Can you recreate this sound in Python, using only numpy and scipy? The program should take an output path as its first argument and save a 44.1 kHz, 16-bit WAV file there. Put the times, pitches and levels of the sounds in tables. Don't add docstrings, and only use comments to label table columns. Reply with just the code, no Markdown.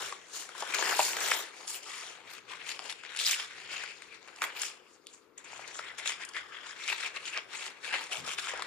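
import sys
import numpy as np
from scipy import signal
from scipy.fft import rfft, irfft, next_fast_len
from scipy.io import wavfile
from scipy.ndimage import uniform_filter1d

SR = 44100
rng = np.random.default_rng(int(sys.argv[2]) if len(sys.argv) > 2 else 0)


def attenuation_scalar(level_db):
    decades = np.asarray(level_db, float) / 20
    return 10 ** decades


def transcribe(signal):
    frames = np.atleast_2d(signal).T
    limited = np.clip(frames, -1, 1)
    pcm = np.round(limited * 32767).astype(np.int16)
    wavfile.write(sys.argv[1], SR, pcm)


N = 381906


def rms_one(x):
    return x / np.sqrt(np.mean(x ** 2) + 1e-20)


def in_time(rows):
    s, *columns = np.transpose(rows)
    return [np.interp(np.arange(N) / SR, s, column) for column in columns]


def at_hz(points, hz):
    table_hz, values = np.transpose(points)
    return np.interp(np.log(hz), np.log(table_hz), values)


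def drift(rate):
    r = np.exp(-40 * np.pi * rate / SR)
    steps = rng.standard_normal(N // 20 + 2002)
    slow = signal.lfilter([1], [1, -2 * r, r * r], steps)[2000:]
    return np.interp(np.arange(N) / 20, np.arange(len(slow)), rms_one(slow))


def ring(x, hz, t60):
    r, w = attenuation_scalar(-60 / (t60 * SR)), 2 * np.pi * hz / SR
    return signal.lfilter([0, np.sin(w)], [1, -2 * r * np.cos(w), r * r], x + 1e-18)


def band_pass(x, low, high, order=2):
    return signal.sosfilt(signal.butter(order, [low, high], "band", fs=SR, output="sos"), x)


def bands(low_hz, count, size):
    edges = np.minimum(low_hz * 2 ** (np.arange(count + 1) / size), .45 * SR)
    return zip(edges, edges[1:], np.sqrt(edges[:-1] * edges[1:]))


def left_right(db):
    return attenuation_scalar(db * np.array([[1], [-1]]))


def at_ports(pair, low, high, hz):
    # f/Hz, likeness (0 to 1)
    likeness = [(60, 0.5), (180, 0.89), (550, 0.85), (1650, 0.48), (4970, 0.45), (15000, 0.65)]
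    # f/Hz, level/dB
    left_lead = [(60, 5), (120, -2), (240, 18), (480, 12), (950, 5.5), (1890, 4), (3770, 8), (7520, 1.5),
                 (15000, -1)]
    mid, side = band_pass(pair, low, high)
    alike = np.clip(at_hz(likeness, hz), 0, .95 / (1 + (hz / 4000) ** 4))
    lean = left_right(at_hz(left_lead, hz) / 2)
    both = lean * (np.sqrt(1 + alike) * mid + np.sqrt(1 - alike) * side * [[1], [-1]])
    return both / np.sqrt(lean.mean() ** 2 * (1 + alike) * (high - low) / SR * 2)


def room_tone():
    # f/Hz, level/dB per Hz
    hush = [(18, -61), (30, -24), (100, -27.5), (120, -23), (307, -8), (350, 10.5), (691, -36),
            (1050, -7.5), (6210, -78), (7260, -50), (15500, -37.5)]
    white, out = rng.standard_normal((2, 2, N)), 0
    for k, (low, high, hz) in enumerate(bands(31.73, count=18, size=2)):
        band = at_ports(white[k % 2], low, high, hz)
        out = out + attenuation_scalar(at_hz(hush, hz)) * np.sqrt(high - low) * band
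    level_db = -65
    return attenuation_scalar(level_db) * out / np.std(out.mean(axis=0))


def room(x):
    t60_s, wall_cut_hz = 0.26, 4900
    size = next_fast_len(N + SR)
    w = 2 * np.pi * np.arange(size // 2 + 1) / size
    dull = (1 + 1j * w * SR / (2 * np.pi * wall_cut_hz)) ** -.4
    out = np.zeros((2, len(w)), complex)
    for k, lag in enumerate(rng.uniform(.011, .037, size=12) * SR):
        loop = attenuation_scalar(-60 * lag / SR / t60_s) * dull * np.exp(-1j * w * round(lag))
        out[k % 2] += loop / (1 - loop) * (-1) ** (k // 2)
    return irfft(out * rfft(x, size), size)[:, :N]


def table_rumble():
    # f/Hz, width/Hz
    modes = [(72, 7), (145, 88)]
    # t/s, first mode level/dB, second mode level/dB
    wrists = [(0.0, -65, -63), (0.31, -91, -76.5), (1.18, -89, -66.5), (1.57, -94, -79.5),
              (2.478, -127, -68.5), (3.37, -82, -76), (3.81, -74, -65), (3.98, -82, -75), (5.35, -90, -82),
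              (5.55, -73, -66), (5.93, -77, -72.5), (8.05, -90, -73.5), (8.16, -72, -79),
              (8.19, -86, -51.5), (8.27, -84, -52.5), (8.33, -74, -65), (8.66, -68, -68)]
    out = 0
    for (hz, width_hz), db in zip(modes, in_time(wrists)):
        shared, left, right = rng.standard_normal((3, N))
        push = shared + 0.87 * np.array([left, right])
        rumble = band_pass(push, hz - width_hz / 2, hz + width_hz / 2)
        out = out + attenuation_scalar(db - 6.5) * rms_one(rumble) * attenuation_scalar([[3.5], [-4.5]])
    return out


def over_table(x, gap_ms, sway_ms, echo_db):
    lag = np.clip(gap_ms + sway_ms * drift(1.17), .1, 2) * SR / 1000
    now = np.arange(N)
    echo = [np.interp(now - lag * side, now, channel) for channel, side in zip(x, (1.06, .94))]
    return (x + attenuation_scalar(echo_db) * np.array(echo)) / np.sqrt(1 + attenuation_scalar(2 * echo_db))


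def clicks(rows, reach):
    out, t = np.zeros((2, N + 600)), np.arange(600) / SR
    click_ms, tail_ms, tail_db = 0.45, 3.0, -19
    shape = np.exp(-t * 1000 / click_ms) + attenuation_scalar(tail_db) * np.exp(-t * 1000 / tail_ms)
    noise = rng.standard_normal((len(rows), 3, 600))
    for (s, db, hz), (shared, *own) in zip(rows, noise):
        kick = shape * (shared + 0.4 * np.array(own)) + 2 * np.sign(shared[0]) * (t == 0)
        click = band_pass(kick, hz * 0.7, min(hz * reach, 12000), order=3)
        click = click / np.abs(click).max()
        click = click + 0.25 * ring(click, hz, 7 / hz) * hz / 4000
        i = round((s - .0006) * SR)
        out[:, i:i + 600] += attenuation_scalar(db) * left_right(1.5) * click / np.abs(click.mean(axis=0)).max()
    return out[:, :N]


def fibre_ticks():
    # t/s, peak level/dB, f/Hz
    fibres = [(5.594, -36, 800), (5.905, -36, 1400), (3.037, -33, 1690), (3.051, -32, 2000),
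              (3.064, -35, 2070), (3.085, -44, 2100), (3.173, -18.5, 4200), (3.191, -17.5, 3900),
              (3.2, -18, 3430), (3.22, -24, 3850), (3.242, -22, 4350), (3.25, -16, 4200),
              (3.256, -19, 4800), (3.277, -24, 4500), (3.332, -18, 2600), (3.34, -26, 2600),
              (4.229, -43, 2350), (4.284, -39, 1700), (4.291, -39, 1400), (4.3, -51, 1500),
              (4.334, -51, 1400), (5.379, -40, 7000), (4.362, -36, 7500), (4.373, -45, 1600),
              (4.387, -37, 1350), (4.561, -45, 2200), (4.598, -32, 6500), (5.07, -27, 4700),
              (5.075, -44, 3700), (5.532, -40, 900), (6.076, -14.5, 3850), (6.337, -37, 2300),
              (6.367, -23, 1800), (6.506, -46, 1720), (6.553, -38, 1950), (6.768, -39, 2600),
              (6.792, -39, 2700), (6.879, -23, 3000), (6.887, -22, 2600), (7.256, -31, 2800),
              (8.346, -32, 3000), (7.626, -25, 2900), (7.632, -28, 4300), (7.665, -30, 2000),
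              (7.674, -35, 3150), (8.041, -27.5, 6500), (8.097, -37, 2200), (8.133, -23, 3500),
              (8.156, -27, 3500), (8.171, -27, 3500), (8.196, -30, 5000), (8.203, -31, 3000),
              (8.249, -34, 3400), (8.285, -27, 2700), (8.32, -29, 2800), (8.33, -36, 3400),
              (8.348, -30, 2900), (8.472, -24, 1500), (8.495, -26, 2540), (8.623, -21, 2220)]
    return clicks(fibres, reach=2.4)


def crisp_breaks():
    # t/s, peak level/dB, lowest f/Hz
    breaks = [(0.787, -18, 1100), (0.849, -22, 1500), (1.0, -17, 900), (1.315, -15, 1200),
              (2.702, -27, 1800), (2.793, -21, 1250), (2.8, -33, 800), (4.42, -17, 1450),
              (5.791, -26, 1000), (6.107, -25, 2200), (7.376, -18, 1450), (8.315, -25, 2200),
              (8.527, -30, 900), (8.576, -30, 1800), (8.604, -32, 1000), (8.612, -33, 1100),
              (8.63, -32, 3500)]
    return clicks(breaks, reach=4.6)


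def taut_patches():
    # t/s, hold/s, level/dB, f/Hz; the row at 258 Hz is a soft thump of the table
    patches = [(0.736, 0.0067, -32.5, 2380), (0.822, 0.11, -37, 1800), (0.913, 0.018, -38, 1500),
               (0.989, 0.0065, -24.5, 766), (1.315, 0.0054, -26.5, 2190), (2.684, .03, -48.5, 2440),
               (3.183, 0.035, -33.5, 3970), (3.252, 0.018, -29.5, 4640), (3.298, 0.048, -37.5, 2770),
               (4.413, 0.02, -41, 1940), (4.62, 0.023, -58, 7050), (5.061, 0.037, -59, 3900),
               (5.128, 0.018, -59, 7200), (5.378, 0.0067, -49.5, 7240), (5.441, 0.011, -56, 7060),
               (5.986, 0.05, -47.5, 2080), (6.061, 0.041, -40.5, 6700), (6.091, 0.023, -50, 2220),
               (6.206, 0.037, -43.5, 2170), (6.343, 0.049, -40, 1990), (6.663, 0.058, -56, 6840),
               (6.797, 0.063, -46, 2320), (6.877, 0.027, -32, 2660), (6.918, 0.014, -38, 1710),
               (7.023, 0.037, -42, 2630), (7.162, 0.0099, -43, 2600), (7.254, 0.045, -48.5, 6800),
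               (7.253, 0.035, -42.5, 2880), (7.328, 0.063, -40, 2600), (7.552, 0.042, -49, 7400),
               (7.866, 0.052, -46, 2530), (7.92, 0.05, -40.5, 1860), (8.058, 0.014, -54, 8000),
               (8.118, 0.013, -34.5, 2700), (8.29, 0.032, -46, 2700), (8.426, 0.043, -45, 2290),
               (8.486, 0.011, -40, 2470), (8.191, 0.11, -61.5, 258), (5.383, 0.0092, -63, 10200),
               (5.52, .06, -57.5, 6800), (2.506, 0.037, -51.5, 1090), (7.352, 0.041, -53, 697),
               (8.093, 0.082, -51, 700), (1.885, 0.15, -51, 2070), (1.86, .17, -53, 1200),
               (1.886, 0.2, -53.5, 3500), (1.85, .26, -56.5, 5860), (0.727, .014, -42, 2400),
               (0.743, 0.0057, -34.5, 5950), (5.64, 0.012, -46.5, 2310), (5.742, 0.044, -50.5, 6860),
               (5.797, 0.12, -49.5, 2000)]
    rise_s, fall_s, width, grain_db = 0.0015, 0.007, 0.26, 4.5
    out, t = np.zeros((2, N + 14000)), np.arange(14000) / SR
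    noise = rng.standard_normal((len(patches), 4, 14000))
    for (s, hold, db, hz), (shared, grain, *own) in zip(patches, noise):
        shape = np.minimum(t / rise_s, 1) * np.exp(-np.maximum(t - hold, 0) / fall_s)
        grains = attenuation_scalar(grain_db * rms_one(uniform_filter1d(grain, size=60)))
        rub = grains * (shared + 0.65 * np.array(own))
        song = rms_one(band_pass(rub, hz * (1 - width / 2), hz * (1 + width / 2)))
        i = round(s * SR)
        out[:, i:i + 14000] += attenuation_scalar(db) * left_right(1.6) * shape * song
    return out[:, :N]


def snaps():
    # t/s, peak level/dB, patch f/Hz
    folds = [(0.124, -21.5, 1190), (0.364, -41, 4200), (1.167, -17.5, 2040), (1.316, -10, 2040),
             (2.507, -53, 3530), (2.896, -22, 3820), (2.924, -23.5, 3470), (3.266, -23, 5270),
             (4.275, -36, 1700), (4.419, -13.5, 2470), (4.426, -21, 2020), (5.677, -30.5, 7000),
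             (5.792, -22, 1320), (6.094, -25, 2270), (6.722, -39, 2420), (6.899, -16.5, 2760),
             (6.928, -23.5, 1900), (7.159, -42, 2440), (7.926, -22, 2440), (7.938, -20, 1790),
             (8.123, -39, 2880), (8.535, -23, 844), (8.594, -23, 1160)]
    # t/s, peak level/dB, patch f/Hz
    creases = [(0.55, -31, 1030), (0.622, -19, 1080), (0.633, -24.5, 900), (0.79, -17.5, 1150),
               (0.824, -15, 1750), (0.871, -20, 1720), (0.921, -16, 1730), (1.001, -13, 2580),
               (1.831, -30.5, 5950), (3.148, -27, 2740), (3.316, -23, 2800), (3.398, -19, 3220),
               (3.74, -25.5, 1690), (4.02, -28.5, 2460), (4.439, -13, 2160), (4.617, -15, 7150),
               (4.96, -44.5, 1240), (5.443, -37, 2470), (6.119, -18.5, 2460), (6.884, -20.5, 2800),
               (8.385, -18, 2800)]
    # t/s, peak level/dB, patch f/Hz
    cracks = [(0.49, -28.5, 1380), (0.744, -14.5, 2700), (0.991, -10.5, 930), (1.677, -22.5, 5070),
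              (2.678, -32, 2460), (3.162, -21.5, 4160), (3.294, -17, 2980), (3.31, -12.5, 7030),
              (3.836, -26.5, 1800), (5.986, -24, 2340), (6.058, -22, 2280), (6.249, -27, 9100),
              (6.289, -30.5, 5850), (8.621, -23, 1330), (8.275, -27, 800)]
    kinds = (folds, -22), (creases, -14), (cracks, -2)
    rows = [(*row, edge_db) for kind, edge_db in kinds for row in kind]
    out, t = np.zeros((2, N + 1500)), np.arange(1500) / SR
    noise = rng.standard_normal((len(rows), 3, 1500))
    shape = (1 - np.exp(-t / .0004)) * (np.exp(-t / .001) + .33 * np.exp(-t / .006))
    for (s, db, hz, edge_db), (shared, *own) in zip(rows, noise):
        kick = shape * (shared + 0.49 * np.array(own)) + 0.6 * (t == t[22])
        patch = ring(kick, hz, 9 / hz)
        patch = patch + .5 * ring(kick, hz * 1.55, 7 / hz) - .4 * ring(kick, hz * .62, 5 / hz)
        rattle = band_pass(kick, hz * 0.23, min(hz * 4.3, 11000))
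        edge = band_pass(shape * np.array(own), 4500, 10500)
        parts = (patch, 0), (rattle, -2.5), (edge, edge_db - 3.5)
        snap = sum(attenuation_scalar(g) * part / np.abs(part[0]).max() for part, g in parts)
        i = round((s + .0004) * SR)
        out[:, i:i + 1500] += attenuation_scalar(db - 7.0) * left_right(1.8) * snap
    snap_bass_cut = signal.butter(4, 420, "high", fs=SR, output="sos")
    return signal.sosfilt(snap_bass_cut, out[:, :N])


def hands():
    # t/s, level/dB
    grip = [(0.0, -38), (0.25, -58), (0.8, -51), (1.3, -36.5), (1.5, -57.5), (2.1, -50.5), (2.45, -60),
            (2.8, -51.5), (3.0, -65), (3.6, -60), (4.2, -58.5), (4.6, -48.5), (5.0, -70.5), (5.36, -73.5),
            (5.65, -52.5), (6.7, -54.5), (7.78, -55), (8.66, -54)]
    # t/s, hold/s, rub level/dB, hiss above rub level/dB
    slides = [(0.0, 0.067, -50.5, 9), (0.36, 0.05, -48.5, 8), (0.59, 0.013, -41.5, -0.5),
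              (0.7, 0.026, -41.5, -2.5), (0.8, 0.057, -33.5, -3), (0.9, 0.12, -35.5, 1.5),
              (1.086, 0.024, -42.5, 10), (1.22, .11, -35, 2.5), (1.4, 0.0067, -40, -4.5),
              (1.57, 0.076, -51, -1), (2.84, 0.017, -47, -3.5), (4.28, 0.0063, -59, -9),
              (5.14, 0.0067, -62.5, 4.5), (4.91, 0.029, -93, 31), (5.53, 0.084, -50, -4),
              (8.01, 0.013, -41.5, -4), (8.28, 0.015, -46, -9), (8.54, 0.085, -40.5, -16)]
    rips = [(1.9, 0.095, -47.5, 3), (2.03, 0.084, -49, -1), (2.515, 0.011, -40.5, -8.5),
            (2.6, .03, -47, -15), (2.685, 0.018, -37, -2.5), (3.1, 0.086, -42.5, -12),
            (3.21, 0.0075, -35.5, 1), (3.27, 0.049, -31.5, 3), (3.39, 0.03, -36.5, -5.5),
            (3.5, 0.22, -45, -11.5), (3.72, 0.054, -38, -7.5), (3.93, 0.13, -54.5, -4),
            (4.13, 0.023, -48, -15), (4.565, 0.025, -41, -19), (4.62, 0.038, -39.5, 2.5),
            (5.69, 0.042, -47, -12), (6.07, 0.032, -32.5, -8.5), (6.53, 0.047, -42.5, -23),
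            (6.66, 0.044, -42, -12.5), (6.8, 0.085, -43, -5), (6.885, 0.017, -36, -6.5),
            (7.54, 0.011, -36, -10.5), (7.61, 0.057, -39.5, -8.5), (7.845, 0.016, -49.5, 1.5),
            (8.145, 0.019, -43, 0.5), (8.43, 0.052, -37.5, -7.5), (8.51, 0.018, -52, 2)]
    tugs = [(2.31, 0.061, -45.5, -7.5), (2.9, 0.0081, -43, -3.5), (3.0, 0.0028, -47.5, -11),
            (3.81, 0.031, -35, -13), (3.88, 0.035, -42.5, -10.5), (5.85, 0.041, -43.5, -13.5),
            (6.2, 0.032, -48, -9), (7.0, 0.077, -35, -10.5), (7.262, 0.028, -39, -7.5),
            (7.335, 0.039, -44, -6), (7.97, 0.025, -39, -8), (8.29, 0.038, -53, -6.5)]
    releases = [(0.742, 0.0042, -35, 0.5), (0.99, 0.08, -39, 9), (1.677, 0.065, -48, 11.5),
                (1.83, 0.072, -53, 3), (3.035, 0.025, -47, -14), (4.36, 0.055, -67, 7),
                (4.419, 0.044, -37.5, -14), (5.381, 0.02, -54, -12), (5.45, 0.11, -52, -8),
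                (5.742, 0.059, -49.5, -1.5), (5.677, 0.0092, -50, -1), (5.995, 0.021, -45.5, -10),
                (6.365, 0.015, -38, -10.5), (7.15, 0.006, -39.5, -9), (8.395, 0.018, -50.5, 7)]
    brushes = [(1.17, 0.038, -48, -1.5), (1.36, 0.041, -50.5, 6), (1.74, 0.03, -54, 4.5),
               (2.32, 0.015, -57, 5.5), (2.52, .01, -60, -2), (4.435, .015, -48, -0.8),
               (4.575, 0.012, -54, 2.5), (6.91, .02, -59, 7), (7.63, 0.049, -52, -8), (7.85, .01, -64, 3),
               (8.14, 0.056, -47.5, -10), (8.25, .01, -61, 2), (8.32, 0.027, -60.5, 5.5)]
    jerks = [(5.984, 0.012, -41.5, -1), (6.21, 0.025, -41.5, -7.5), (6.288, .008, -54, -4),
             (6.34, 0.045, -46.5, -6), (6.876, 0.025, -48, -10), (6.92, 0.009, -32, -23),
             (7.33, 0.018, -45, -11), (7.36, 0.026, -32.5, -28), (7.837, 0.079, -38.5, -10.5),
             (7.926, 0.037, -28.5, -17.5), (8.12, .02, -35.5, -2.5), (8.245, 0.0073, -39, -10),
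             (8.265, 0.074, -39, -2.5), (8.325, 0.025, -51, -3), (8.382, 0.017, -36, -9),
             (8.485, 0.015, -33, -12), (3.192, 0.014, -40.5, 4), (2.9, 0.015, -42, -1),
             (7.16, 0.0094, -33.5, -18), (8.424, .03, -44, -6)]
    # rise/dB per s, fall/dB per s, flexing above rub level/dB, dust above hiss level/dB
    slide = (181, 140.5, 0, -18)
    rip = (374, 216, -12, -22)
    tug = (236, 418, -12.5, -24)
    release = (1192, 252, -5.5, -21)
    brush = (307, 260, 2.3, 2.5)
    jerk = (1498.5, 901, -8, -25.5)
    strokes = ((slides, slide), (rips, rip), (tugs, tug), (releases, release),
               (brushes, brush), (jerks, jerk))
    hiss_steeper, dust_swing = 1.175, 1.7
    t = np.arange(0, N + 64, 64)[:, None] / SR
    grip_db = np.interp(t[:, 0], *np.transpose(grip))
    power = attenuation_scalar(2 * (grip_db + np.array([[0], [0], [-10.5], [-35.5]])))
    for rows, (rise, fall, flex_db, dust_db) in strokes:
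        s, hold, db, hiss_db = np.transpose(rows)
        loss_db = rise * np.maximum(s - t, 0) + fall * np.maximum(t - s - np.abs(hold), 0)
        rub = db - loss_db
        hiss = db + hiss_db - hiss_steeper * loss_db
        dust = dust_db - 40 + dust_swing * (hiss + 40)
        layers = rub + flex_db, rub, hiss, dust
        power = power + np.array([attenuation_scalar(2 * layer).sum(axis=1) for layer in layers])
    return [np.interp(np.arange(N) / SR, t[:, 0], 10 * np.log10(p)) for p in power]


def crackle(depth_db, per_s, crack_ms):
    clump_db, bed = 6.5, 0.55
    born = rng.random(N) < per_s * attenuation_scalar(clump_db * drift(35)) / SR
    sizes = attenuation_scalar(depth_db * np.minimum(rng.exponential(1, N), 3.5))
    r = np.exp(-1000 / (crack_ms * SR))
    shape = bed + signal.lfilter([1], [1, -r], (sizes - 1) * born)
    return shape / np.sqrt(uniform_filter1d(shape ** 2, size=1100))


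def paper():
    # low f/Hz, high f/Hz
    hand_bands = [(450, 1400), (1400, 4200), (4200, 11000)]
    # f/Hz, level/dB per Hz
    colour = [(120, -51), (200, -25.5), (404, -4.5), (625, -5.5), (818, 0), (1400, 3.5), (1830, -1),
              (2650, 4), (6220, -8.5), (6880, -10), (11000, -18), (14300, -48), (22000, -120)]
    *levels, dust_db = hands()
    usual = []
    for low, high in hand_bands:
        mean_power = np.mean(attenuation_scalar(2 * at_hz(colour, np.linspace(low, high, num=200))))
        usual.append(10 * np.log10(mean_power * (high - low)))
    centres = np.log([np.sqrt(low * high) for low, high in hand_bands])
    depth_db = np.clip(0.4 + 0.055 * (levels[1] + 66.0), 0, 5)
    bundles = crackle(depth_db, per_s=416, crack_ms=1.0)
    pops = crackle(depth_db, per_s=289, crack_ms=1.5)
    fibres = crackle(depth_db, per_s=900, crack_ms=0.3)
    white = rng.standard_normal((2, 2, N))
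    dull, bright = (bundles * pops) ** .75 * white, (bundles * fibres) ** .75 * white
    slips, out = drift(40), 0
    for k, (low, high, hz) in enumerate(bands(214.9, count=17, size=3)):
        share = [np.interp(np.log(hz), centres, row) for row in np.eye(3)]
        level_db = sum(w * (db - u) for w, db, u in zip(share, levels, usual))
        patch_db = 1.0 * slips + 2.2 * drift(30) + 1.0 * drift(5)
        drive = (dull if hz < 3500 else bright)[k % 2]
        gain = attenuation_scalar(level_db + at_hz(colour, hz) + patch_db - 4.5) * np.sqrt(high - low)
        out = out + gain * at_ports(drive, low, high, hz)
    air = attenuation_scalar(dust_db + 2.3 * slips - 0.5) * at_ports(bright[1], 11500, 16700, 15000)
    return over_table(out, gap_ms=.47, sway_ms=.05, echo_db=-10), air


def scene():
    # t/s, towards the left port level/dB
    hand_path = [(0.0, -0.5), (0.72, 2), (1.08, -1), (3.1, 3), (3.3, -2.5), (4.3, 4.5), (4.41, -4.5),
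                 (4.5, -1), (5.3, 2), (5.5, 1.5), (8.66, -0.5)]
    sheet, air = paper()
    near = sheet + snaps() + fibre_ticks() + taut_patches() + crisp_breaks()
    near = signal.sosfilt(signal.cheby2(8, 30, 12100, fs=SR, output="sos"), near)
    lean = left_right(in_time(hand_path)[0] / 2)
    echo = attenuation_scalar(-13.5) * room(near.mean(axis=0))
    return lean * (near + air) + echo + table_rumble() + room_tone()


def peak(x, hz, width_hz, db):
    r = np.exp(-np.pi * width_hz / SR)
    top, bottom = (1 - r * r) / 2 * np.array([1, 0, -1]), [1, -2 * r * np.cos(2 * np.pi * hz / SR), r * r]
    return x + (attenuation_scalar(db) - 1) * signal.lfilter(top, bottom, x)


def roll_off(x):
    return signal.sosfilt(signal.butter(12, 15830, fs=SR, output="sos"), x)


def record(dry):
    # f/Hz, width/Hz, level/dB
    body = [(7010, 790, 5.5), (6320, 230, -8), (4040, 570, -3.5), (5160, 790, 1), (940, 490, 1)]
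    # f/Hz, width/Hz, level/dB
    airy_stripes = [(11800, 500, -2), (12600, 500, 3), (13500, 700, -4), (14900, 700, 4)]
    late = np.interp(np.arange(N) - 2, np.arange(N), dry[1])
    x = np.array([dry[0], late])
    for hz, width_hz, db in [*body, *airy_stripes]:
        x = peak(x, hz, width_hz, db)
    x = signal.sosfilt(signal.cheby2(12, 70, 16250, fs=SR, output="sos"), x)
    return roll_off(x)


dry = scene()
out = record(dry)
transcribe(out)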